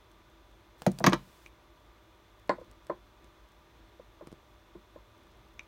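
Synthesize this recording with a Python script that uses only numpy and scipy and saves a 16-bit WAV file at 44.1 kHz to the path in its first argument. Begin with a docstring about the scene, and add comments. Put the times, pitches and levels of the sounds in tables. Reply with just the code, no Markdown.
"""Fan noise and hum fill a small, cluttered workshop, heard on one microphone close to the wooden bench.
A steel crimping tool with plastic grips is laid down: it lands, tips over and clacks flat, each clack
a run of contacts that ring its plates, links and grips and thump the bench. Then fingers work on a
cable with light snaps and ticks, and the small hollow housing at its end knocks and rocks on the
bench. Nearby surfaces return dull echoes, and a low background rumble swells now and then."""
import sys
import numpy as np
from scipy import signal
from scipy.fft import rfft, irfft, next_fast_len
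from scipy.io import wavfile

SR = 44100
rng = np.random.default_rng(int(sys.argv[2]) if len(sys.argv) > 2 else 0)


def master(y):
    """Save y as 16-bit WAV."""
    cut = np.clip(np.atleast_2d(y).T, -1, 1)
    pcm = np.round(cut * 32767)  # scale
    wavfile.write(sys.argv[1], SR, pcm.astype(np.int16))


N = 250311

# Spectra. Each row: frequency in Hz, relative noise density in dB.
FAN_SPECTRUM = [(20, -25.5), (52, 5.5), (80, -7.5), (140, -14), (500, -15), (900, -16.5), (2000, -21),
                (3400, -26.5), (4500, -31), (6300, -33), (7600, -38), (10500, -41), (11700, -38.5),
                (16000, -37.5)]  # fans and low rumble all around the microphone
RUMBLE_SPECTRUM = [(25, -14), (60, 5.5), (150, -12), (350, -10), (800, -20.5), (4000, -28), (16000, -67)]  # low background rumble that swells
HISS_SPECTRUM = [(500, 10), (2000, 7.5), (6000, 3), (10000, -0.5), (16000, -0.5)]  # thin hiss while the tool is put down
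TICK_SPECTRUM = [(300, 25), (2000, -0.5), (4500, -1), (6500, -7), (9000, -3.5), (12000, -15), (16000, -16)]  # clicks of handling
WALL_SPECTRUM = [(120, -10), (350, 15), (1000, 7.5), (1400, 6), (2000, 2.5), (2900, -18), (4400, -4),
                 (6000, -20), (8000, -1.5), (15000, -45)]  # clatter of the housing's thin wall
LINK_SPECTRUM = [(100, -18), (300, -3), (900, -3.5), (1600, -5.5), (2300, -8), (3200, -11), (4800, -10.5),
                 (6300, -2), (7800, -22.5), (11500, -11.5), (16000, -5.5)]  # rattle of the tool's loose links
# Resonances in the fan noise. Each row: centre in Hz, width in Hz, level in dB.
FAN_RESONANCES = [(105, 6.7, -71.5), (335.4, 22.5, -71), (954, 83, -74), (1180, 46, -72.5),
                  (3480, 340, -77.5)]
# Mains hum and fan whine. Each row: pitch in Hz, level in dB.
HUM_TONES = [(50, -71), (329, -75.5), (381, -77.5), (603, -74.5), (985, -78.5), (1464, -83.5),
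             (2135, -86.5), (2490, -87.5), (3456, -81.5), (3682, -86), (3960, -88), (4190, -88.5),
             (6000, -95), (6160, -92.5)]
# Echoes off surfaces near the microphone. Each row: delay in seconds, gain in dB before dulling.
NEAR_ECHOES = [(.0034, -26), (.0062, -13.5), (0.0122, -16), (0.0143, -15)]
# Decay of the workshop. Each row: frequency in Hz, t60 in seconds.
ROOM_DECAY = [(100, 0.35), (300, 0.18), (1000, 0.14), (4000, 0.21), (12000, 0.064)]
# Modes of the struck parts. Each row: frequency in Hz, relative level in dB, t60 in seconds.
BENCH_MODES = [(138.4, -12, 0.17), (171.8, -7.5, 0.066), (189, 2.5, 0.1), (230, -6.5, 0.13),
               (341.7, -5, 0.068)]  # wooden bench top
PLASTIC_MODES = [(1080, -2.5, 0.019), (2310, 17, 0.0084), (2506, 13.5, 0.012), (2800, 5, 0.013),
                 (3750, -5, 0.026), (5970, 8, 0.0045)]  # small parts between the fingers
HOUSING_MODES = [(205, -16, .14), (315, -8, .08), (353, -4, .09), (457, -6, .08), (595, -3, .07),
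                 (684, -12, .04), (878, -9, .06), (987, -4, .08), (1075, -5, .07), (1440, -19, .08),
                 (1700, -14, .07), (1832, -13, .07), (2020, -17, .07), (2128, -19, .07), (4400, 6, .008)]  # hollow shell at the end of the cable
GRIP_MODES = [(485, 2.5, 0.035), (596, 5.5, 0.0365), (713, 8, 0.051), (1054, -21, 0.0063)]  # the tool's hollow grips
STEEL_MODES = [(328, 5.5, 0.063), (620, -6, 0.098), (909, -10, 0.2), (1061, -8.5, 0.21), (1133, -15, 0.036),
               (1141, -6.5, 0.066), (1206, -4, 0.14), (1354, -13, 0.17), (1686, 0.5, 0.055),
               (1666, -14, 0.071), (1834, -31, 0.053), (1920, -4, 0.074), (2290, -11.5, 0.07),
               (2500, -9, 0.078), (3290, -11.5, .08), (4015, -18.5, 0.17), (4850, -23.5, 0.085),
               (6000, -14, .04)]  # its plates, before the hand damps them
# Slow swells of background rumble. Each row: middle in seconds, length in seconds, peak level in dB.
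RUMBLE_SWELLS = [(2.696, .4, -61.5), (3.25, 0.16, -62), (3.848, 0.52, -63), (5.344, 0.92, -63.5)]
# Snaps of plastic. Each row: start in seconds, strength in dB.
PLASTIC_SNAPS = [(1.4617, -33), (5.5936, -24)]
# Clear ticks of ratchet, nails and wire. Each row: start in seconds, click strength in dB,
# low cut in Hz, strength of the dull bump in dB.
CLEAR_TICKS = [(0.115, -44, 4000, -75), (0.82, -30.5, 696, -33), (0.8667, -20.5, 3510, -48),
               (0.9173, -27, 6100, -65), (0.9874, -22, 2800, -35), (0.998, -29, 7000, -70),
               (1.097, -25, 6000, -50), (1.1399, -26.5, 3500, -36), (2.476, -44, 7000, -78),
               (2.7136, -43, 5200, -79), (2.8688, -40, 1170, -69.5), (3.244, -46.5, 3000, -45),
               (4.2715, -37, 590, -34), (4.317, -45, 1990, -37), (4.3264, -42.5, 600, -30.5)]
# Knocks of the housing. Each row: start in seconds, strength in dB, contact sharpness in Hz,
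# bounce pitch in Hz, bench thump in dB.
HOUSING_KNOCKS = [(2.4941, -8.5, 2800, 577, -30), (2.584, -35, 750, 518, -50),
                  (2.6133, -38, 900, 531, -52.5), (2.8972, -17, 1281, 559, -43),
                  (3.9966, -38, 687, 533, -54), (4.2099, -36, 1300, 591, -52.5),
                  (4.2216, -38.5, 604, 328, -52.5), (4.751, -36, 685, 357, -43.5),
                  (4.959, -36.5, 990, 547, -53.5)]
# Clacks of the tool. Each row: start in seconds, steel strength in dB, first contact's sharpness in Hz,
# grip strength in dB, bench thump in dB, first chatter gap in seconds, loss per contact in dB.
TOOL_CLACKS = [(0.8201, -45, 6960, -47, -61.5, .002, 17), (0.8647, -23.5, 9020, -11.5, -11.5, 0.0035, 7),
               (1.0043, -29, 1006, -26, -27.5, .006, 6), (1.0412, -9.5, 4580, -25, -22, .0014, 3.5),
               (1.0647, -11, 9500, -35, -20, 0.0034, 2.5), (1.0674, -5.5, 2890, -16, -8, .0045, 5.5),
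               (1.123, -18.5, 2510, -27, -43, 0.0024, 2), (1.132, -11.5, 3760, -26, -23.5, .002, 11.5)]

RING_TIME = np.arange(16384) / SR  # seconds since a strike


def amp(db):
    """Decibels to gain."""
    return 10 ** (np.asarray(db) / 20)


def unit(x):
    """Scales to an rms of one."""
    return x / np.sqrt(np.mean(x ** 2) + 1e-20)


def read(points, hz):
    """Reads a table on a log-frequency axis."""
    f, value = np.transpose(points)
    return np.interp(np.log(hz + 1), np.log(f + 1), value)


def add(mix, start_s, sound):
    """Mixes a sound in at its start time."""
    part = mix[max(round(start_s * SR), 0):][:len(sound)]
    part += sound[:len(part)]


def noise(spectrum, size):
    """Noise of rms one with the given spectrum."""
    length = next_fast_len(size, True)
    gain = amp(read(spectrum, np.fft.rfftfreq(length, 1 / SR)))
    return unit(irfft(rfft(rng.standard_normal(length)) * gain, length)[:size])


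def soften(x, hz):
    """Low-pass: a longer contact passes less treble."""
    return signal.sosfilt(signal.butter(2, np.clip(hz, 30, .45 * SR), fs=SR, output="sos"), x)


def thin(x, hz):
    """High-pass: light, small things radiate little bass."""
    return signal.sosfilt(signal.butter(2, np.clip(hz, 20, .45 * SR), "high", fs=SR, output="sos"), x)


def ring(modes, rise_s, shares=1):
    """Dying modes; the shares say how far, and which way, the struck spot moves in each."""
    hz, db, t60 = np.transpose(modes)
    t = RING_TIME[:, None]
    waves = shares * amp(db) * np.exp(-np.log(1000) * t / t60) * np.sin(2 * np.pi * hz * t)
    return waves.sum(1) / np.linalg.norm(amp(db)) * (1 - np.exp(-RING_TIME / rise_s))


def edge(modes):
    """At the edge of a part, neighbouring modes move in opposite directions."""
    return (-1) ** np.arange(len(modes))


def burst(spectrum, crack_t60, tail_t60, tail_db):
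    """Countless overlapping modes: a short crack and a weaker tail."""
    fall = -np.log(1000) * RING_TIME
    envelope = np.exp(fall / crack_t60) + amp(tail_db) * np.exp(fall / tail_t60)
    return noise(spectrum, len(RING_TIME)) * envelope


def arch(middle_s, length_s):
    """One smooth rise and fall, from zero to one and back."""
    return np.cos(np.pi * np.clip((np.arange(N) / SR - middle_s) / length_s, -.5, .5)) ** 2


def fans_and_hum(noise_db=-61.5, waver_hz=2.665):
    """The room tone: fan noise with a few resonances, low rumble and wavering hum."""
    t = np.arange(N) / SR
    out = amp(noise_db) * noise(FAN_SPECTRUM, N)
    for centre, width, db in FAN_RESONANCES:
        resonator = signal.iirpeak(centre, centre / width, SR)
        out += amp(db) * unit(signal.lfilter(*resonator, rng.standard_normal(N)))
    moments = np.arange(0, t[-1] + 1, 1 / 10)
    for pitch, db in HUM_TONES:
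        drift = np.interp(t, moments, rng.standard_normal(len(moments)))
        phase = 2 * np.pi * np.cumsum(pitch + waver_hz * drift) / SR
        out += amp(db) * np.sqrt(2) * np.sin(phase)
    return out


def rumble():
    """Slow swells of low background rumble."""
    return sum(amp(db) * arch(s, length) for s, length, db in RUMBLE_SWELLS) * noise(RUMBLE_SPECTRUM, N)


def room(direct, tail_db=-20, echo_hz=3500, build_up_s=0.0051):
    """The direct sound reaches the microphone first, then dull nearby echoes and a short diffuse tail."""
    early = np.zeros(len(RING_TIME))
    for delay, db in NEAR_ECHOES:
        add(early, delay, amp([db]))
    scatter = rng.standard_normal(len(RING_TIME)) * (1 - np.exp(-(RING_TIME / build_up_s) ** 2))
    hz, t, bands = signal.stft(scatter, SR, nperseg=256)
    decay = np.exp(-np.log(1000) * t / read(ROOM_DECAY, hz)[:, None])
    tail = signal.istft(bands * decay, SR)[1][:len(RING_TIME)]
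    response = soften(early, echo_hz) + amp(tail_db) * tail / np.linalg.norm(tail)
    return direct + signal.fftconvolve(direct, response)[:N]


def hiss(start_s=0.773, hold_s=.68, fade_s=0.022, db=-66):
    """A thin hiss fades in, holds while the tool is put down, and fades out."""
    corners = start_s + np.cumsum([0, fade_s, hold_s, fade_s])
    envelope = np.interp(np.arange(N) / SR, corners, [0, 1, 1, 0])
    return amp(db) * envelope * noise(HISS_SPECTRUM, N)


def tick(db, low_cut_hz):
    """The ratchet, a nail or a wire end clicks."""
    return amp(db) * thin(burst(TICK_SPECTRUM, crack_t60=0.011, tail_t60=0.048, tail_db=-13), low_cut_hz)


def fidgeting(resting_per_s=2.5, extra_per_s=8, spread_db=2):
    """Shifting fingers tick faintly at random, more often during the swells of rumble."""
    rate = resting_per_s + extra_per_s * sum(arch(s, length) for s, length, _ in RUMBLE_SWELLS)
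    touches = (rng.random(N) < rate / SR) * amp(spread_db * rng.standard_normal(N))
    return signal.fftconvolve(touches, tick(db=-53, low_cut_hz=4700))[:N]


def fingers(bump_s=0.0007, bump_lag_s=0.0012):
    """Small plastic parts snap; ratchet, nails and wire tick, some with a dull bump."""
    out = np.zeros(N)
    plastic = ring(PLASTIC_MODES, rise_s=0.00014, shares=edge(PLASTIC_MODES))
    for start, db in PLASTIC_SNAPS:
        crack = amp(-15) * burst(TICK_SPECTRUM, crack_t60=0.0048, tail_t60=0.054, tail_db=-25)
        add(out, start, amp(db) * (plastic + crack))
    u = RING_TIME / bump_s
    bump = soften(np.e * u * (1 - u / 2) * np.exp(-u), hz=900)  # one push and its rebound
    for start, click_db, low_cut_hz, bump_db in CLEAR_TICKS:
        add(out, start, tick(click_db, low_cut_hz))
        add(out, start + bump_lag_s, amp(bump_db) * bump)
    return out


def clatter(db):
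    """The thin wall of the housing clatters."""
    return amp(db) * burst(WALL_SPECTRUM, crack_t60=0.0085, tail_t60=0.14, tail_db=-12)


def housing(bounce_t60=0.044, rim_lag_s=.0075, rim_hz=1045, rim_t60=0.047):
    """The housing knocks, bounces at a pitch set by the contact's stiffness, and lands on its rim."""
    out = np.zeros(N)
    shell = amp(-5) * ring(HOUSING_MODES, rise_s=0.0005, shares=edge(HOUSING_MODES))
    rim = amp(-11.5) * ring([(rim_hz, 0, rim_t60)], rise_s=0.00084)
    bench = ring(BENCH_MODES, rise_s=0.0019)
    for start, db, sharp_hz, bounce_hz, bench_db in HOUSING_KNOCKS:
        knock = amp(db) * soften(shell + clatter(db=-8), sharp_hz)
        bounce_db = -12.5 + 0.7 * db  # soft knocks are mostly bounce
        bounce = amp(bounce_db) * ring([(bounce_hz, 0, bounce_t60)], rise_s=0.0012)
        add(out, start, knock + bounce)
        landing = amp(db) * soften(rim + clatter(db=-22.5), sharp_hz)
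        add(out, start + rim_lag_s, landing + amp(bench_db) * bench)
    return thin(out, hz=156)


def chatter(first_gap_s, count=5, gap_ratio=1.5):
    """Delays of the contacts in one clack: each gap is longer than the one before."""
    gaps = first_gap_s * gap_ratio ** np.arange(count)
    return np.cumsum(gaps) - gaps


def steel_contact(detune=0.0114, hand_t60_ratio=0.61):
    """Plates ring and links rattle; shifting joints detune the plates, the hand shortens their ring."""
    modes = [(hz * (1 + detune * rng.standard_normal()), db, t60 * hand_t60_ratio)
             for hz, db, t60 in STEEL_MODES]
    directions = rng.choice([-1, 1], len(modes))  # each contact strikes a new spot
    plates = amp(-6) * ring(modes, rise_s=0.00016, shares=directions)
    links = amp(-2) * burst(LINK_SPECTRUM, crack_t60=.013, tail_t60=.075, tail_db=-13)
    return plates + links


def crimping_tool(dulling=0.67, settle_s=0.00746, legs_hz=44, legs_t60=0.47):
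    """Each clack is a run of ever weaker, duller contacts; the heavy bench follows once."""
    out, sway = np.zeros((2, N))
    grips = ring(GRIP_MODES, rise_s=0.00032, shares=edge(GRIP_MODES))
    bench = ring(BENCH_MODES, rise_s=0.0018)
    legs = amp(-34) * ring([(legs_hz, 0, legs_t60)], rise_s=0.015)
    for start, steel_db, sharp_hz, grip_db, bench_db, gap_s, loss_db in TOOL_CLACKS:
        for k, delay in enumerate(chatter(gap_s)):
            steel = amp(steel_db) * soften(steel_contact(), sharp_hz * dulling ** k)
            add(out, start + delay, amp(-k * loss_db) * (steel + amp(grip_db) * grips))
        # the tool's weight settles: the top thumps and the bench sways on its legs
        add(out, start + settle_s, amp(bench_db) * bench)
        add(sway, start + settle_s, amp(bench_db) * legs)
    return thin(out, hz=99) + sway


def scene():
    """The work on the bench, close up and in mono, over the room tone of the workshop."""
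    bench_work = crimping_tool() + housing() + fingers() + fidgeting()
    return (room(bench_work) + fans_and_hum() + rumble() + hiss())[None]


def record(dry):
    """The recorder behind the microphone cuts the treble above 16 kHz."""
    low_pass = signal.firwin(511, 16000, window=("kaiser", 9), fs=SR)
    return signal.oaconvolve(dry, low_pass[None], "same")


dry = scene()
out = record(dry)
master(out)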